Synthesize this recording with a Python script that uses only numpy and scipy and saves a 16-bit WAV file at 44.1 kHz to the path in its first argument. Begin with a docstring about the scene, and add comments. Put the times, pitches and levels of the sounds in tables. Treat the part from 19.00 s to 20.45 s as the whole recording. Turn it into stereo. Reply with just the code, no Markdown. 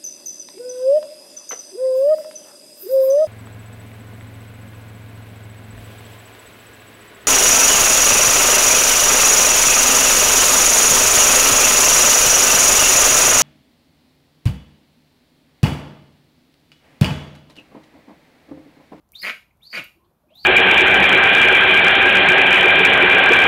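"""A bird calls three times beside a pool: a thin whistle climbs, then breaks into a harsh rasp.
The whistle is a frequency-modulated tone; the rasp is a pulse train exciting throat resonances,
with a low groan under the first two calls. The third only just reaches its rasp at the end.
The enclosure's walls reflect the calls. Light ticks, bill clicks and faint far hoots
sit over a quiet outdoor rumble."""
import sys
import numpy as np
from scipy import signal
from scipy.fft import rfft, irfft, next_fast_len
from scipy.io import wavfile
from scipy.ndimage import uniform_filter1d, map_coordinates

SR = 44100
rng = np.random.default_rng(int(sys.argv[2]) if len(sys.argv) > 2 else 0)


def output_pcm(signal):
    """Save a mono or channel-first signal as 16-bit PCM at the path in sys.argv[1].

    Samples are clipped to [-1, 1] before scaling.
    """
    pcm = np.clip(np.atleast_2d(signal).T, -1, 1) * 32767
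    wavfile.write(sys.argv[1], SR, np.round(pcm).astype(np.int16))


N = 63945
t = np.arange(N) / SR


def amp(db):
    """Amplitude ratio of a level in decibels."""
    return 10 ** (np.asarray(db) / 20)


def unit(x):
    """Normalisation to unit rms."""
    return x / np.sqrt(np.mean(x ** 2) + 1e-20)


def along(points, hz):
    """Interpolation of (f/Hz, value) points on a logarithmic frequency axis."""
    f, values = np.transpose(points)
    return np.interp(np.log(hz + 1), np.log(f + 1), values)


def wobble(rate):
    """Smooth random modulation: a spline through `rate` Gaussian knots a second."""
    return map_coordinates(rng.standard_normal(int(N * rate / SR) + 4), [t * rate])


def filtered(x, response):
    """Linear filtering: the spectrum is multiplied by a frequency response."""
    size = next_fast_len(x.shape[-1] + SR // 4)
    return irfft(rfft(x, size) * response(np.fft.rfftfreq(size, 1 / SR)), size)[..., :x.shape[-1]]


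def coloured(x, points, size=4096):
    """Minimum-phase filtering, at unit energy, shaped by (f/Hz, gain/dB) points."""
    cepstrum = irfft(np.log(amp(along(points, np.fft.rfftfreq(size, 1 / SR)))))
    cepstrum[1:size // 2] *= 2
    cepstrum[size // 2 + 1:] = 0
    ir = irfft(np.exp(rfft(cepstrum)))
    return signal.fftconvolve(x, ir / np.linalg.norm(ir))[:N]


def noise_band(centre, octaves):
    """Band-pass noise of unit rms, with a Gaussian response in log frequency."""
    bell = lambda hz: np.exp(-(np.log2((hz + 1) / centre) / octaves) ** 2 / 2)
    return unit(filtered(rng.standard_normal(N), bell))


# Left-right coherence of diffuse sound: f/Hz, coherence
COHERENCE = [(150, .97), (400, .8), (1000, .3), (2500, .05)]
def diffuse(pair):
    """Diffuse field: two independent signals mix into a stereo pair, coherent in the bass."""
    angle = lambda hz: np.arccos(np.clip(along(COHERENCE, hz), -1, 1)) / 2
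    mid, side = filtered(pair, lambda hz: np.array([np.cos(angle(hz)), np.sin(angle(hz))]))
    return np.array([mid + side, mid - side])


# Outdoor noise spectrum: f/Hz, relative level/dB
AIR_SPECTRUM = [(20, -33), (55, 4.5), (100, 0.5), (200, 0), (400, -10), (1000, -8.5), (2000, -22.5),
                (4000, -26), (8000, -32), (12500, -22.5), (15500, -28.5)]
def air(air_db=-65, rumble_hz=69, rumble_db=-75.5):
    """Ambient noise: a diffuse broadband floor and a low rumble, both amplitude-modulated."""
    floor = filtered(diffuse(rng.standard_normal((2, N))), lambda hz: amp(along(AIR_SPECTRUM, hz)))
    low_band = lambda hz: np.exp(-np.log2((hz + 1) / rumble_hz) ** 2)
    rumble = filtered(diffuse(rng.standard_normal((2, N))), low_band)
    floor = unit(floor) * amp(air_db + 0.38 * wobble(27))
    return floor + amp(rumble_db) * unit(rumble * amp(2 * wobble(54)))


# Reverberation time of the enclosure: f/Hz, T60/s
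REVERB_TIMES = [(200, 0.19), (1000, 0.24), (2000, 0.25), (2800, 0.28), (4500, 0.28), (12000, 0.37)]
def enclosure(x, tail_db=-7, walls_db=-5, walls_t60=0.061, echo_db=-31.5, echo_s=.1):
    """Reverberation by convolution: near-wall reflections, a far-wall echo and a decaying tail."""
    hz, frame_s, spectra = signal.stft(rng.standard_normal((2, SR // 2)), SR, nperseg=256)
    decay = amp(-60 * frame_s / along(REVERB_TIMES, hz)[:, None])
    tail = signal.istft(spectra * decay, SR, nperseg=256)[1]
    age = np.arange(tail.shape[1]) / SR
    tail *= 1 - np.exp(-age / 0.026)
    spikes = rng.standard_normal(tail.shape) ** 3  # cubing leaves a few strong reflections
    walls = spikes * amp(-60 * age / walls_t60) * (age > .002)
    echo = rng.standard_normal(tail.shape) * np.exp(-((age - echo_s) / 0.017) ** 2)
    ir = sum(amp(db) * part / np.linalg.norm(part, axis=1, keepdims=True)
             for db, part in [(tail_db, tail), (walls_db, walls), (echo_db, echo)])
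    return signal.fftconvolve(x[None], diffuse(ir), axes=1)[:, :N]


# Hoots of far birds: t/s, duration/s, f/Hz, rise/Hz, level/dB
FAR_HOOTS = [(0.948, .05, 346, 7.5, -64), (0.995, 0.12, 320, 54, -68.5), (0.986, 0.091, 1011, 41.4, -69),
             (1.235, 0.026, 590, 30.5, -62.5), (1.3, 0.038, 610, 17, -56), (1.315, 0.13, 733, 58.3, -67.5)]
def hoots(blur=.08):
    """Frequency modulation blurs faint, slightly rising tones under half-sine envelopes."""
    out = np.zeros(N)
    for start, length, hz, rise, db in FAR_HOOTS:
        progress = np.clip((t - start) / length, 0, 1)
        phase = 2 * np.pi * np.cumsum((hz + rise * progress) * (1 + blur * wobble(250))) / SR
        out += amp(db) * np.sqrt(2) * np.sin(np.pi * progress) * np.sin(phase)
    return out


# Soft puffs, chips and far bumps: t/s, level/dB, centre f/Hz, width/octaves, T60/s
TICK_BURSTS = [(0.124, -55.5, 12620, 0.27, 0.18), (0.212, -42, 12090, 0.32, 0.3),
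               (0.217, -34, 2108, 0.25, 0.08), (0.508, -48.5, 2157, 0.13, 0.029),
               (0.629, -57, 11350, 0.18, 0.15), (0.714, -47, 2170, 0.3, 0.037),
               (0.836, -38, 13380, 0.077, 0.049), (1.04, -68, 3600, 0.27, 0.15),
               (1.11, -56, 648, 0.28, .05), (1.262, -58, 293, .25, 0.25), (1.359, -58.5, 155, 0.485, 0.39),
               (1.299, -65.5, 3000, 0.32, 0.31), (1.293, -61, 2380, 0.069, 0.036),
               (1.355, -54, 13360, 0.18, 0.11)]
def ticks(attack_s=0.0045):
    """Damped transients: narrow-band noise rises softly and decays exponentially."""
    out = np.zeros(N)
    for start, db, centre, octaves, t60 in TICK_BURSTS:
        age = np.maximum(t - start, 0)
        out += noise_band(centre, octaves) * amp(db - 60 * age / t60) * (1 - np.exp(-age / attack_s))
    return out


# Snaps of the bill: t/s, level/dB, centre f/Hz, T60/s
BILL_SNAPS = [(.09, -56.5, 6900, 0.0077), (0.1201, -39, 11100, 0.0049), (0.161, -55.5, 7760, .006),
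              (0.572, -61, 12400, .006), (.841, -39.5, 12820, 0.017), (1.353, -55, 12830, .006)]
def bill_clicks():
    """Impact transients: bright noise starts abruptly and dies within milliseconds."""
    out = np.zeros(N)
    for start, db, centre, t60 in BILL_SNAPS:
        age = np.maximum(t - start, 0)
        out += noise_band(centre, octaves=.5) * amp(db - 60 * age / t60) * (t >= start)
    return out


# Groan harmonics, from the fundamental up: relative level/dB
GROAN_HARMONICS = [-2, -2, -10]
# One contour for each groan: t/s, f/Hz, level/dB
GROAN_CONTOURS = [
    [(.224, 188, -62), (.24, 192, -46), (.275, 200, -45), (.30, 228, -49), (.325, 235, -60)],
    [(.728, 232, -60), (.744, 230, -45), (.772, 197, -43), (.797, 162, -41), (.812, 115, -51),
     (.83, 85, -60)],
]
def groans(roughness=.03):
    """A harmonic series on the throat's low, unsteady pitch, which sinks as the second call ends."""
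    out = np.zeros(N)
    for contour in GROAN_CONTOURS:
        times, hz, db = np.transpose(contour)
        phase = 2 * np.pi * np.cumsum(np.interp(t, times, hz) * (1 + roughness * wobble(300))) / SR
        tone = sum(amp(level) * np.sin(k * phase) for k, level in enumerate(GROAN_HARMONICS, 1))
        out += tone * np.interp(t, times, amp(db), left=0, right=0)
    return out


def throat_pulses(start, length, rates, resonances, jitter=.13, scatter_db=1.5, detune=.065, t60=.0065):
    """Impulse excitation: uneven, slowing pulses and the damped, sliding resonance they ring."""
    age = np.arange(SR // 50) / SR
    envelope = amp(-60 * age / t60) * (1 - np.exp(-age / 0.00088))
    pulses, ring, onset = np.zeros(N + SR), np.zeros(N + SR), start
    for slip, size, mistuning in rng.standard_normal((24, 3)):
        progress = (onset - start) / length
        period = 1 / max(rates[0] + (rates[1] - rates[0]) * progress, rates[1] / 2)
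        push = amp(scatter_db * size) * np.sqrt(SR * period)  # power independent of pulse rate
        hz = np.interp(progress, [0, 1], resonances) * (1 + detune * mistuning)
        mode = np.sin(2 * np.pi * hz * age) * envelope
        i = round(onset * SR)
        pulses[i] += push
        ring[i:i + len(mode)] += push * mode / np.linalg.norm(mode)
        onset += period * np.exp(jitter * slip)
    return pulses[:N], ring[:N]


# Spectra of the throat and of the rasp's treble noise: f/Hz, relative gain/dB
THROAT_RESPONSE = [(60, -37.5), (170, -16), (280, -10.5), (420, -2.5), (660, 1), (850, -9.5), (1100, 0),
                   (1450, 6), (2000, -1.5), (2900, 6.5), (3400, -4.5), (4000, -4), (4700, -16), (5400, -8),
                   (7000, -49.5)]
TREBLE_RESPONSE = [(3000, -46), (5200, -27), (6000, 5), (7200, 3), (8400, -8), (9400, 5), (10500, -11.5),
                   (12000, -2), (14800, -8.5), (16000, -26)]
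# Rasps: t/s, duration/s, level/dB, first and last pulse rate/Hz,
# first and last resonance f/Hz, resonance gain/dB, treble trim/dB
RASP_EVENTS = [(.234, .066, -28.5, 220.5, 190.6, 2217, 2192, 3.4, -0.3),
               (.730, .066, -30, 233.1, 208.8, 2106, 2464, 1.5, 0.17),
               (1.445, 0.052, -40.5, 231.3, 178.6, 2270, 2180, 2.6, 9)]
def rasps(noise_share=.6, puff_s=.0022, attack_s=0.02, open_s=0.075):
    """Source-filter principle: pulses, each with a puff of noise, excite the throat's resonances."""
    out = np.zeros(N)
    puff = np.exp(-np.arange(SR // 50) / SR / puff_s)
    for start, length, db, rate0, rate1, hz0, hz1, ring_db, treble_db in RASP_EVENTS:
        age = t - start
        attack_db = -7 * np.clip(1 - age / attack_s, 0, 1)
        sag_db = -71 * np.maximum(age - length / 2, 0)
        release_db = -658.5 * np.maximum(age - length, 0)
        pulses, ring = throat_pulses(start, length, (rate0, rate1), (hz0, hz1))
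        gate = signal.fftconvolve(pulses, puff / np.linalg.norm(puff))[:N]
        breath = np.sqrt(noise_share) * gate * rng.standard_normal(N)
        body = coloured(np.sqrt(1 - noise_share) * pulses + breath, THROAT_RESPONSE)
        treble = coloured(gate * rng.standard_normal(N), TREBLE_RESPONSE)
        opening = amp(-6 * np.clip(1 - age / open_s, 0, 1))  # the sound broadens as the bill opens
        rasp = opening * body + amp(ring_db) * ring + amp(treble_db - 18.5) * treble
        out += amp(db + attack_db + sag_db + release_db) * rasp
    return out


# Hiss of air beside the whistle: f/Hz, relative level/dB
HISS_SPECTRUM = [(2000, -13.5), (5000, -7), (8500, -12), (10000, -17), (12000, -4.5), (15500, -20.5)]
# One contour for each whistle: t/s, f/Hz, level/dB
WHISTLE_CONTOURS = [
    [(.128, 2200, -76), (.141, 2450, -55), (.145, 3100, -51.5), (.15, 3400, -53.5), (.154, 3570, -38),
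     (.168, 3976, -40), (.18, 4158, -42.5), (.189, 4500, -40), (.213, 4940, -43), (.223, 4900, -41.5),
     (.228, 4643, -28), (.233, 4250, -44.5), (.252, 4800, -46), (.259, 4800, -37), (.277, 4650, -50.5)],
    [(.601, 2056, -77), (.613, 2350, -65), (.618, 3307, -69), (.634, 3770, -50), (.675, 4710, -47),
     (.683, 4434, -53.5), (.693, 4413, -51.5), (.716, 4910, -43), (.729, 4450, -40), (.746, 4965, -50),
     (.757, 4696, -34.5), (.763, 4610, -43.5)],
    [(1.285, 2450, -70), (1.318, 2900, -69), (1.335, 3200, -68), (1.364, 3794, -50), (1.388, 4050, -47),
     (1.401, 4400, -46.5), (1.425, 4650, -49.5), (1.438, 4650, -42), (1.443, 4280, -43), (1.452, 4660, -31)],
]
def whistles(warble=0.011, hoarseness=.028, flutter_db=3.5, hiss_db=-17.5):
    """Random frequency and amplitude modulation roughen a climbing tone with weak harmonics and hiss."""
    out = np.zeros(N)
    for contour in WHISTLE_CONTOURS:
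        times, hz, db = np.transpose(contour)
        pitch = np.interp(t, times, hz) * (1 + warble * wobble(300) + hoarseness * wobble(1300))
        phase = 2 * np.pi * np.cumsum(pitch) / SR
        envelope = uniform_filter1d(np.interp(t, times, amp(db), left=0, right=0), size=64)
        tone = np.sin(phase) + amp(-37) * np.sin(2 * phase) + amp(-30) * np.sin(3 * phase)
        flutter = amp(flutter_db * wobble(260))
        hiss = amp(hiss_db) * coloured(rng.standard_normal(N), HISS_SPECTRUM)
        out += envelope * (np.sqrt(2) * tone * flutter + hiss)
    return out


# Phase lead of the direct sound, left over right: f/Hz, phase/rad
PHASE_LEAD = [(150, 0), (500, -.4), (1300, -1.25), (2300, -1.15), (3300, -1.6), (15000, -1.7)]
# Stereo balance of the bird: f/Hz, left minus right level/dB
BALANCE = [(100, -1.5), (350, 3.5), (700, 1), (1300, 2), (1850, -3.5), (2400, 5), (3100, 3), (4400, -0.5),
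           (8000, 1), (12000, -10), (15000, 4)]
def scene():
    """Superposition of direct and reflected sound; phase and level cues set the bird off centre."""
    voice = whistles() + rasps() + groans()
    snaps = ticks() + bill_clicks()
    sides = np.array([[1], [-1]])
    direct = filtered(voice + snaps, lambda hz: np.exp(1j * sides * along(PHASE_LEAD, hz) / 2))
    reflected = enclosure(voice + amp(-3) * snaps)
    bird = filtered(direct + reflected, lambda hz: amp(sides * along(BALANCE, hz) / 2))
    far = hoots()
    return bird + far + enclosure(far) + air()


def record(dry):
    """Band limiting: an ideal low-pass filter cuts off at 15750 Hz."""
    return filtered(dry, lambda hz: hz < 15750)


dry = scene()
out = record(dry)
output_pcm(out)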